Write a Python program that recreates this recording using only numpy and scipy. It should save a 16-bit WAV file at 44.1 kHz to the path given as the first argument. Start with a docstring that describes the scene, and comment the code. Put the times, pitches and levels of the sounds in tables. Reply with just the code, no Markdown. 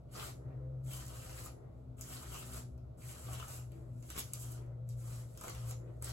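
"""A paddle brush is pulled through long hair in uneven strokes in a small bathroom.
Stick-slip friction makes strands hiss and bristles scratch; bristles flick free and rattle the hollow
paddle, tangles snap as stored tension is released, and the brush swings out through the air.
Behind it are a mains hum and a far engine, perhaps a propeller plane: a sum of sine orders whose drone
sinks slowly and beats against the hum. Reflections and a two-port microphone spread the sound."""
import sys
import numpy as np
from scipy import signal
from scipy.fft import rfft, irfft, next_fast_len
from scipy.io import wavfile

SR = 44100
rng = np.random.default_rng(int(sys.argv[2]) if len(sys.argv) > 2 else 0)


def wrap_up_sound(samples):
    """Save the sound to the file named by the first command line argument, as 16-bit audio."""
    columns = np.atleast_2d(samples).T
    # keep every value between -1 and 1, then stretch to whole-number steps
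    tamed = np.clip(columns, -1, 1)
    steps = np.round(tamed * 32767).astype(np.int16)
    wavfile.write(sys.argv[1], SR, steps)


N = 269892
TIME = np.arange(N) / SR
SIZE = next_fast_len(N + SR // 2, True)   # transform length, with room for the reverberant tail
FREQS = np.maximum(np.arange(SIZE // 2 + 1) * SR / SIZE, 1)

# pulls of the brush: (start [s], length [s], nominal sliding hiss [dB], nominal bristle scratch [dB])
STROKE_ROWS = [(0.112, 0.18, -51.5, -66), (0.834, 0.64, -56.5, -65), (1.967, 0.61, -55.5, -64.5),
               (2.972, 0.6, -56, -65.5), (4.018, 0.33, -63, -71.5), (4.326, 0.23, -58, -72.5),
               (4.965, 0.25, -61, -72), (5.362, 0.33, -60.5, -67), (6.013, 0.08, -49, -55)]
# radiation spectrum of the hollow paddle: (frequency [Hz], relative density [dB per Hz])
PADDLE_SPECTRUM = [(120, 1.5), (250, 0.5), (450, 1.5), (750, 2), (950, -1.5), (1250, 1), (1450, -2.5),
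                   (1700, -10), (2500, -16), (6000, -51.5)]
# spectrum of a sharp crack: (frequency [Hz], relative density [dB per Hz])
CRACK_SPECTRUM = [(700, -22), (2500, -11), (4200, -7), (6000, -3), (8000, 0), (11000, -2), (14000, -3),
                  (15800, -2)]


def from_db(db):
    """Logarithmic level: decibels to amplitude gain."""
    return 10 ** (np.asarray(db) / 20)


def rms_one(x):
    """Normalisation of power: scale to rms 1."""
    return x / np.sqrt(np.mean(x ** 2) + 1e-20)


def in_time(rows):
    """Linear interpolation: a curve's value at every sample."""
    return np.interp(TIME, *np.transpose(rows))


def over_hz(points):
    """Interpolation on a logarithmic frequency axis: a table's value at every frequency."""
    hz, value = np.transpose(points)
    return np.interp(np.log(FREQS), np.log(hz), value)


def drift(rate):
    """Low-pass random process: noise through two equal poles at the given rate in Hz; rms 1."""
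    step = 40   # samples between the computed values
    r = np.exp(-2 * np.pi * step * rate / SR)
    white = rng.standard_normal(N // step + 2002)
    slow = signal.lfilter([1], [1, -2 * r, r * r], white)[2000:]   # drop the filter's onset
    return np.interp(np.arange(N) / step, np.arange(len(slow)), rms_one(slow))


def colour(x, points):
    """Minimum-phase filtering: causal, of the given shape, keeping the power of white noise."""
    cepstrum = irfft(np.log(rms_one(from_db(over_hz(points)))), SIZE)
    # fold the cepstrum onto positive time
    cepstrum[1:SIZE // 2] *= 2
    cepstrum[SIZE // 2 + 1:] = 0
    response = np.exp(rfft(cepstrum))
    return irfft(rfft(x, SIZE) * response, SIZE)[..., :N]


def narrow_ring(hz, width):
    """Narrow-band noise: two quadrature carriers with slow random amplitudes."""
    turn = 2 * np.pi * np.cumsum(hz * np.ones(N)) / SR
    return drift(width) * np.cos(turn) + drift(width) * np.sin(turn)


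def mode(pushes, hz, t60):
    """Damped modal oscillator: a unit push sets a sine of initial height 1 ringing."""
    r, w = from_db(-60 / (t60 * SR)), 2 * np.pi * hz / SR
    return signal.lfilter([0, np.sin(w)], [1, -2 * r * np.cos(w), r * r], pushes + 1e-18)


def flicks(per_s, spread_db, smooth):
    """Stick-slip friction: random slips of uneven size over a share of smooth noise; rms 1."""
    signs = rng.choice([-1, 1], N)
    sizes = from_db(spread_db * np.minimum(rng.exponential(1, N), 4)) * signs
    slips = rms_one(sizes * (rng.random(N) < per_s / SR))
    return rms_one(slips + smooth * rng.standard_normal(N))


def bursts(times, levels_db, decay_s, hz=None):
    """Impulsive release: decaying noise, broad or resonant at a pitch; the level sets its energy."""
    out, age = np.zeros(N + SR), TIME[:SR // 20]
    shape = np.exp(-age / decay_s)
    for k, (s, db) in enumerate(zip(times, levels_db)):
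        burst = rng.standard_normal(len(age)) * shape
        if hz is not None:
            burst = signal.lfilter(*signal.iirpeak(hz[k], 3.5, fs=SR), burst)
        same_energy = np.sqrt(np.sum(shape ** 2) / np.sum(burst ** 2))
        first = int(s * SR)
        out[first:first + len(age)] += from_db(db) * burst * same_energy
    return out[:N]


def swell(s, half_s, db):
    """Gaussian envelope: a smooth rise and fall around one moment."""
    return from_db(db) * np.exp(-((TIME - s) / half_s) ** 2)


def background():
    """Filtered noise: low rumble, faint steady humming tones and faint air noise."""
    # rumble spectrum: (frequency [Hz], relative density [dB per Hz])
    rumble_spectrum = [(20, -21), (35, -25.5), (50, -4), (66, 3.5), (80, -6.5), (95, -7), (122, 0),
                       (150, -7.5), (200, -16.5), (330, -22.5), (450, -20.5), (620, -19), (850, -31),
                       (1300, -49)]
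    # air-noise spectrum: (frequency [Hz], relative density [dB per Hz])
    air_spectrum = [(300, -2.5), (1000, -4), (1400, -0.5), (1600, -12), (2200, -15.5), (4000, -17),
                    (7000, -23), (9500, -19.5), (12500, -25), (15800, -28)]
    # faint steady humming tones, each a narrow band of noise: (frequency [Hz], width [Hz], level [dB])
    tone_rows = [(331, 7, -76), (635, 9, -74.5)]
    wall = signal.butter(4, 1400, fs=SR, output="sos")
    rumble = signal.sosfilt(wall, colour(rng.standard_normal(N), rumble_spectrum)) * from_db(-52.5)
    tones = sum(from_db(db) * narrow_ring(hz, width / 2) for hz, width, db in tone_rows)
    air = from_db(-76.5) * colour(rng.standard_normal(N), air_spectrum)
    return rumble + tones + air


def hums():
    """Periodic sources: the steady mains hum and the low rising note of a second far motor."""
    # second motor speeding up: (time [s], frequency [Hz], rms level [dB])
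    motor_rows = [(2.0, 62.8, -66), (2.3, 64.3, -67), (2.7, 67, -51), (3.05, 72.9, -66),
                  (3.35, 78.7, -51.5), (3.902, 82, -74)]
    mains_hz, mains_db = 119.95, -54.5   # close to the engine's second order, so the two beat
    s, motor_hz, motor_db = np.transpose(motor_rows)
    turn = 2 * np.pi * np.cumsum(np.interp(TIME, s, motor_hz)) / SR
    motor = from_db(np.interp(TIME, s, motor_db)) * np.sin(turn)
    mains = from_db(mains_db) * np.sin(2 * np.pi * mains_hz * TIME)
    return np.sqrt(2) * (mains + motor)


def overtones():
    """Frequency modulation: thin tones of the drone come and go, wavering a little in pitch."""
    # swelling tones: (centre time [s], half length [s], peak level [dB], frequency [Hz])
    tone_rows = [(0.6, 0.3, -63, 431), (0.68, 0.13, -54, 517), (0.95, 0.5, -68, 560), (1.0, 0.09, -60, 260),
                 (1.1, 0.6, -67, 323), (1.3, 0.25, -60, 515), (2.0, 0.15, -65, 422), (2.55, 0.3, -61, 250),
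                 (3.25, 0.15, -66, 515), (3.8, 0.1, -59, 331), (4.85, 0.25, -64, 517),
                 (5.65, 0.4, -59, 516)]
    waver_hz = 1.2 * drift(2)
    out = 0
    for s, half_s, db, hz in tone_rows:
        turn = 2 * np.pi * np.cumsum(hz + waver_hz) / SR
        out = out + swell(s, half_s, db) * np.sin(turn)
    return np.sqrt(2) * out


def engine():
    """Harmonic synthesis: engine orders through the walls; the second meets a room mode and swells."""
    # firing rate: (time [s], frequency [Hz])
    rate_curve = [(0, 67.06), (0.6, 65.03), (1.3, 64.38), (2.1, 63.82), (2.9, 62.09), (3.7, 61.64),
                  (4.5, 60.48), (5.3, 59.11), (6.12, 60.04)]
    # second order: (time [s], rms level [dB])
    second_order_curve = [(0, -57.5), (0.25, -54.5), (0.55, -45.5), (0.87, -42), (1.1, -54.5),
                          (1.45, -62.5), (2.2, -59), (2.8, -53), (3.1, -57.5), (3.3, -46), (3.9, -52.5),
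                          (4.6, -50), (4.9, -43.5), (5.15, -46.5), (5.4, -56), (5.66, -40.5), (6.0, -56),
                          (6.12, -45)]
    # weaker orders: (multiple of the firing rate, level before the gains below [dB])
    order_rows = [(1, -64.5), (3, -83), (4, -69), (5, -76.5), (6, -76)]
    # gain of the weaker orders, which swells and dips and is lower near the end: (time [s], gain [dB])
    order_gain_curve = [(0, 1.5), (1, 2.5), (1.8, 0.5), (2.6, 7.5), (3.1, -0.5), (4.2, 2), (5, -9.5),
                        (6.12, -3.5)]
    turn = 2 * np.pi * np.cumsum(in_time(rate_curve)) / SR
    boom = from_db(in_time(second_order_curve)) * np.sin(2 * turn)
    orders = 0
    for k, db in order_rows:
        fading = 1 + 0.64 * drift(4.4)
        phase = 2 * np.pi * rng.random()
        orders = orders + from_db(db) * fading * np.sin(round(k) * turn + phase)
    return np.sqrt(2) * (boom + orders * from_db(in_time(order_gain_curve)))


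def handling():
    """Band-limited friction: hand, arm and brush rub over hair and cloth, soft and grainy."""
    # rubs: (centre time [s], half length [s], peak level [dB], centre frequency [Hz])
    rub_rows = [(0.217, 0.06, -60.5, 2300), (0.505, 0.039, -80, 1900), (0.74, .08, -77, 650),
                (1.71, 0.012, -87, 800), (1.92, 0.017, -82, 900), (2.902, 0.071, -81, 970),
                (3.73, 0.05, -77, 2150), (3.92, .07, -86, 1980), (4.633, 0.03, -79, 2200),
                (4.827, 0.049, -82, 1000), (4.904, 0.022, -70, 5200), (5.865, 0.044, -78.5, 2000)]
    grains = flicks(per_s=260, spread_db=3.5, smooth=.4)
    out = 0
    for s, half_s, db, hz in rub_rows:
        octave = [hz / np.sqrt(2), hz * np.sqrt(2)]
        band = signal.butter(2, octave, "band", fs=SR, output="sos")
        out = out + swell(s, half_s, db) * rms_one(signal.sosfilt(band, grains))
    return out


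def swings():
    """Turbulent flow noise: air rushes through the bristles as the brush swings free of the hair."""
    # swings out of a tangle or stroke, or back for the next: (centre time [s], half length [s], level [dB])
    swing_rows = [(0.49, 0.16, -57.5), (0.757, 0.13, -78), (1.583, 0.19, -60.5), (2.915, 0.094, -74),
                  (3.794, 0.11, -61.5), (4.174, 0.012, -61), (4.595, 0.17, -57.5), (5.298, 0.081, -66.5),
                  (5.865, 0.11, -57.5)]
    # rush of air: (frequency [Hz], relative density [dB per Hz])
    swish_spectrum = [(150, -23.5), (280, 0.5), (360, 7), (560, 1.5), (800, -7), (1400, -16), (1650, -19),
                      (2000, -17.5), (2800, -43.5), (5000, -47)]
    strength = sum(swell(*row) for row in swing_rows)
    return strength * colour(rng.standard_normal(N), swish_spectrum)


def bumps():
    """Modal excitation: the paddle bumps the hand or body; the place struck decides which modes answer."""
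    # blows: (time [s], level [dB], place along the paddle [0-1])
    blow_rows = [(0.228, -40.5, 0.64), (1.4617, -44.5, 0.68), (2.233, -48, .8), (3.401, -44, 0.18),
                 (3.4265, -35, 0.83), (4.1026, -49, 0.6), (4.18, -46, 0.34), (5.4135, -43, .6),
                 (5.7113, -55, 0.4)]
    # modes: (frequency [Hz], relative level [dB], t60 [s], liveliest place along the paddle [0-1])
    mode_rows = [(826, -14.5, 0.036, 0.1), (1010, 2, 0.034, 0.17), (1255, 2, 0.025, 0.61),
                 (1320, -2.5, 0.022, 0.98)]
    miss_db = 33   # loss of a mode struck a whole paddle length from its liveliest place
    s, bump_db, place = np.transpose(blow_rows)
    out = 0
    for hz, db, t60, liveliest in mode_rows:
        pushes = np.zeros(N)
        pushes[(s * SR).astype(int)] = from_db(bump_db + db - miss_db * np.abs(place - liveliest))
        out = out + mode(pushes, hz, t60)
    return out


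def mirror(x):
    """Specular reflection: mirror and tiles in line with both ports trail each sharp sound with echoes."""
    first_s, echo_db, t60_s = 0.0019, -7, 0.22
    age = TIME[:SR // 4]
    echoes = rng.standard_normal(len(age)) * from_db(-60 * age / t60_s) * (age > first_s)
    echoes /= np.sqrt(np.sum(echoes ** 2))
    return x + from_db(echo_db) * signal.fftconvolve(x, echoes)[:N]


def snaps():
    """Release of elastic energy: a caught bristle cracks free, rings, twangs others and jolts the paddle."""
    # bristles leaving tangles, levels before the mix gains below:
    # (time [s], tick [dB], twang [dB], paddle knock [dB], tick pitch [Hz])
    snap_rows = [(0.227, -59, -51, -37.5, 6900), (0.9258, -67, -49, -74, 7400),
                 (1.065, -49, -66, -64, 8100), (1.082, -50, -66, -62, 8300), (1.2947, -63, -43, -50, 7420),
                 (1.4607, -45, -66, -40, 10800), (2.0109, -38, -67, -73, 7750),
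                 (2.021, -47, -75, -75, 7440), (2.0405, -54, -75, -75, 7200), (2.3436, -46, -38, -55, 7120),
                 (2.426, -56, -41, -66, 7600), (2.7782, -67, -66, -83, 4940), (3.326, -62, -49, -58, 7470),
                 (3.3325, -43.5, -59, -66, 7900), (3.3496, -49, -44, -66, 7820),
                 (3.3876, -54, -48, -64, 7700), (3.3987, -56, -41.5, -52, 7700),
                 (3.4274, -53, -46, -58, 7910), (3.483, -48, -64, -60, 6900),
                 (3.719, -57.5, -60, -64, 7570), (4.026, -54, -56, -80, 6140),
                 (4.1022, -41, -37.5, -47, 7850), (4.1639, -49, -40, -39, 7500),
                 (4.178, -40, -32.5, -37, 8000), (4.1843, -33, -39.5, -39, 10500),
                 (4.1911, -34, -52, -62, 11200), (4.195, -37, -50, -58, 11400),
                 (4.3347, -31.5, -52, -71, 8900), (4.578, -70, -53, -46, 7860),
                 (4.663, -70, -66, -75, 6500), (4.8903, -48.5, -77, -70, 8300),
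                 (5.375, -48, -50.5, -65, 6820), (5.4114, -44, -49, -48, 7400),
                 (5.4378, -44, -43, -47, 7400), (5.4811, -41, -36, -42, 6500),
                 (5.497, -40.5, -50, -61, 6700), (5.5498, -49.5, -43, -58, 6270),
                 (5.7105, -40.5, -45, -57, 7400), (5.859, -83, -67, -54, 6500),
                 (6.024, -39, -48, -36, 8240), (6.0445, -35, -45, -52, 7900), (6.057, -46, -52, -50, 7800)]
    # twang of neighbouring bristles: (frequency [Hz], relative density [dB per Hz])
    twang_spectrum = [(700, 0.5), (1400, 3), (2000, -0.5), (3000, 0), (4200, -6), (6000, -5), (9000, -20)]
    s, tick_db, twang_db, knock_db, tick_hz = np.transpose(snap_rows)
    release = bursts(s, tick_db, decay_s=0.001)
    crack = colour(release, CRACK_SPECTRUM) * from_db(3.0)
    tick = bursts(s, tick_db, decay_s=0.002, hz=tick_hz) * from_db(-0.5)
    twang = colour(bursts(s, twang_db, decay_s=0.0018), twang_spectrum)
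    knock = colour(bursts(s, knock_db, decay_s=0.0022), PADDLE_SPECTRUM) * from_db(-6.0)
    return mirror(crack + tick) + twang + knock


def crackle(hiss_gain):
    """Nonlinear growth: harder pulls crack single hairs free, in a sound growing faster than the hiss."""
    tension = (hiss_gain / from_db(-50)) ** 2.25
    cracks = flicks(per_s=450, spread_db=3, smooth=.2)
    return colour(cracks, CRACK_SPECTRUM) * tension * from_db(-56.0)


def pull(start, length, db, attack_s, release_db_per_s, curve=0.48):
    """Envelope of a driven contact: power-law attack, hold and exponential release of one stroke."""
    age = TIME - start
    attack = np.clip(age / attack_s, 0, 1) ** curve
    return attack * from_db(db - release_db_per_s * np.maximum(age - length, 0))


def friction():
    """Addition of powers: even strokes and tangles set the gains of hiss, scratch, ring and rasp."""
    # loose hair gathered by the hand: (centre time [s], half length [s], level [dB])
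    rustle_rows = [(1.78, 0.058, -86.5), (3.77, 0.1, -74), (4.006, 0.082, -71.5), (4.918, 0.033, -66.5),
                   (5, 0.021, -69), (5.34, 0.081, -66), (5.97, 0.12, -79.5)]
    # drag through tangles, nominal levels:
    # (centre time [s], half length [s], hiss [dB], scratch [dB], bristle ring [dB], paddle rasp [dB])
    tangle_rows = [(0.195, 0.056, -57.5, -54, -60, -54.5), (0.267, 0.038, -55, -60, -78, -62.5),
                   (0.943, 0.057, -49, -62, -60.5, -62.5), (1.203, 0.15, -59.5, -66, -70, -70.5),
                   (1.403, 0.055, -54.5, -60.5, -71, -62), (1.455, 0.019, -55, -90, -85, -81),
                   (2.134, 0.057, -51.5, -61.5, -65, -62.5), (2.231, 0.011, -54, -73, -75, -56.5),
                   (2.333, 0.032, -53, -72, -59, -59), (2.39, 0.034, -52, -70, -59, -64.5),
                   (2.565, 0.057, -51, -64, -81, -62), (3.1, 0.045, -53, -69, -71, -87),
                   (3.295, 0.025, -70, -76, -80, -60), (3.336, 0.028, -52.5, -67, -55.5, -56.5),
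                   (3.395, 0.015, -58, -67, -50.5, -57.5), (3.533, 0.077, -52, -64, -69, -63),
                   (4.11, 0.036, -57, -65, -62, -73), (4.176, 0.028, -50, -55.5, -61, -55.5),
                   (4.205, 0.015, -46.5, -68, -75, -77), (4.425, 0.042, -50.5, -67, -67, -64.5),
                   (4.521, 0.012, -50, -77, -67, -74), (5.115, 0.093, -55.5, -67.5, -78, -66.5),
                   (5.461, 0.047, -54, -61, -80, -56), (5.59, 0.083, -66, -70, -80, -72),
                   (5.696, 0.032, -51.5, -65.5, -77, -57.5)]
    touch_s, sink_in_s = 0.11, 0.14   # the bristles touch the hair, then sink in
    hiss_release, scratch_release = 284, 389   # dB per s as the bristles leave the hair
    rustle_scratch_db = -12   # strands scratch on each other, relative to their rustle
    ring_db, rasp_db = -5.5, -0.5   # relative to the strokes' scratch gain
    rustle = sum(swell(*row) for row in rustle_rows)
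    slide = sum(pull(s, length, db, touch_s, hiss_release) for s, length, db, _ in STROKE_ROWS)
    dig = sum(pull(s, length, db, sink_in_s, scratch_release) for s, length, _, db in STROKE_ROWS)
    scratch = dig + rustle * from_db(rustle_scratch_db)
    even = [slide + rustle, scratch, dig * from_db(ring_db), dig * from_db(rasp_db)]
    tangled = sum(swell(s, half_s, np.array(levels_db)[:, None])
                  for s, half_s, *levels_db in tangle_rows)
    return np.hypot(even, tangled)


def stroke_age():
    """Contact time: seconds since the latest stroke began, negative before the first."""
    starts = np.array(STROKE_ROWS)[:, 0]
    return TIME - starts[np.maximum(np.searchsorted(starts, TIME) - 1, 0)]


def plucks():
    """Plucked resonators: bristles catch single hairs, each ringing at one of 14 pitches; rms 1."""
    per_s, ring_cycles = 85, 10   # plucks per second; cycles until a ring is down 60 dB
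    pitches = np.geomspace(1500, 6000, 14)
    signs = rng.choice([-1, 1], N)
    sizes = from_db(4 * np.minimum(rng.exponential(1, N), 3)) * signs
    caught = sizes * (rng.random(N) < per_s / SR)
    dealt = rng.integers(0, len(pitches), N)   # which pitch each pluck takes
    return rms_one(sum(rms_one(mode(caught * (dealt == k), hz, ring_cycles / hz))
                       for k, hz in enumerate(pitches)))


def brushing(hiss_gain, scratch_gain, ring_gain, rasp_gain):
    """Stick-slip excitation: strands hiss past bristles, which scratch, ring and shake the paddle."""
    # sliding strands: (frequency [Hz], relative density [dB per Hz])
    hiss_spectrum = [(1500, -30), (3500, -16.5), (5000, -11.5), (6300, -7), (7500, -2), (8900, 0),
                     (10200, -3.3), (11500, -6.5), (13500, -10.5), (15800, -14.5)]
    # scraping bristles: (frequency [Hz], relative density [dB per Hz])
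    scratch_spectrum = [(900, -6), (1600, 3.5), (2100, 0.5), (2500, -4), (3300, -5), (4200, 1.5),
                        (5500, -0.5), (8000, -35.5), (14000, -33.5)]
    catch = drift(45)   # hair catches and slips, jolting scratch, ring and rasp together
    strands = flicks(per_s=1700, spread_db=1.0, smooth=1.5)
    hiss = colour(strands, hiss_spectrum) * from_db(-1.5 + 1.0 * drift(31.8))
    scrapes = colour(flicks(per_s=420, spread_db=4.6, smooth=.5), scratch_spectrum)
    scratch = (scrapes * from_db(-1.0) + plucks() * from_db(-1.5)) * from_db(0.21 * catch)
    # the ring sinks by 700 Hz per second as the bristle bends through the stroke
    ring_hz = 3197 - 700 * stroke_age()
    ring = narrow_ring(ring_hz, width=320) * from_db(2.0 * catch)
    jolts = flicks(per_s=260, spread_db=2.8, smooth=.5) * from_db(1.6 * catch)
    rasp = colour(jolts, PADDLE_SPECTRUM) * from_db(4.5)
    return hiss * hiss_gain + scratch * scratch_gain + ring * ring_gain + rasp * rasp_gain


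def bathroom(x, count=8):
    """Reverberation: a short tail whose pattern of reflections keeps changing at a fixed rate."""
    low_t60_s, treble_t60_s, treble_from_hz = .205, .32, 6500
    patterns_per_s = 40   # rate at which one pattern of reflections follows another
    age, places = TIME[:SR // 2], np.arange(count)[:, None]
    white = rng.standard_normal((count, 2, len(age)))
    tails = 0
    for band, t60 in (("low", low_t60_s), ("high", treble_t60_s)):
        split = signal.butter(3, treble_from_hz, band, fs=SR, output="sos")
        tails = tails + signal.sosfilt(split, white) * from_db(-60 * age / t60) / np.sqrt(t60)
    tails = (age > .003) * tails
    tails /= np.sqrt(np.sum(tails ** 2, axis=2, keepdims=True))
    # the sound passes from one set of reflections to the next at constant power
    away = np.abs((patterns_per_s * TIME - places + 1) % count - 1)
    nearness = np.cos(np.pi / 2 * np.minimum(away, 1))
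    spectra = rfft(nearness * x, SIZE)[:, None] * rfft(tails, SIZE)
    return irfft(np.sum(spectra, axis=0), SIZE)[:, :N]


def ports(common, diffuse):
    """Partial coherence: a common sound, phase-shifted between two ports, joins one differing at each."""
    # microphone pair: (frequency [Hz], phase by which left leads [rad])
    phase_curve = [(200, 0), (600, -1.4), (850, -3.4), (1150, -6.3), (1400, -6.7), (1750, -9.4),
                   (2000, -10.2), (2300, -12.9), (2900, -14.7), (3800, -18.5), (5000, -15.5), (6300, -13.1),
                   (7200, -12.4), (8000, -11.4), (9100, -9.6), (9800, -9.3), (10500, -8.3), (11200, -6.4),
                   (12600, -6.1), (13500, -3.7), (14400, -3.1), (16000, -1.5)]
    # microphone pair: (frequency [Hz], left-right level difference [dB])
    balance_curve = [(150, 2), (330, 5), (520, -2), (900, 1), (1350, 4.5), (2100, 2), (2900, 4), (3700, 0),
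                     (5000, 0), (6300, -2.5), (8500, 0)]
    # (frequency [Hz], power share of the sound common to both channels [0-1])
    common_share_curve = [(170, 0.91), (400, 0.43), (750, 0.2), (1250, 0.45), (2900, 0.23), (4500, 0.2),
                          (5800, 0.27), (7000, 0.65), (8300, 0.97), (9200, 1), (9900, 0.92), (10600, 0.74),
                          (12000, 0.94), (15000, 1)]
    share, sides = np.clip(over_hz(common_share_curve), 0, 1), np.array([[.5], [-.5]])
    shifted = rfft(common, SIZE) * np.exp(1j * sides * over_hz(phase_curve))
    both = np.sqrt(share) * shifted + np.sqrt(1 - share) * rfft(diffuse, SIZE)
    return irfft(both * from_db(sides * over_hz(balance_curve)), SIZE)[:, :N]


def scene():
    """Superposition: brush in the room; the background arrives partly as one wave, partly all round."""
    hiss, scratch, ring, rasp = friction()
    brush = brushing(hiss, scratch, ring, rasp) + crackle(hiss) + snaps()
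    brush = brush + bumps() + swings() + handling()
    all_round = np.array([background(), background()])
    common = brush + engine() + overtones() + hums() + background()
    return ports(common, bathroom(brush) + all_round)


def record(dry):
    """Band limiting: an elliptic low-pass cuts steeply above 16 kHz."""
    return signal.sosfilt(signal.ellip(10, .1, 80, 16000, fs=SR, output="sos"), dry)


dry = scene()
out = record(dry)
wrap_up_sound(out)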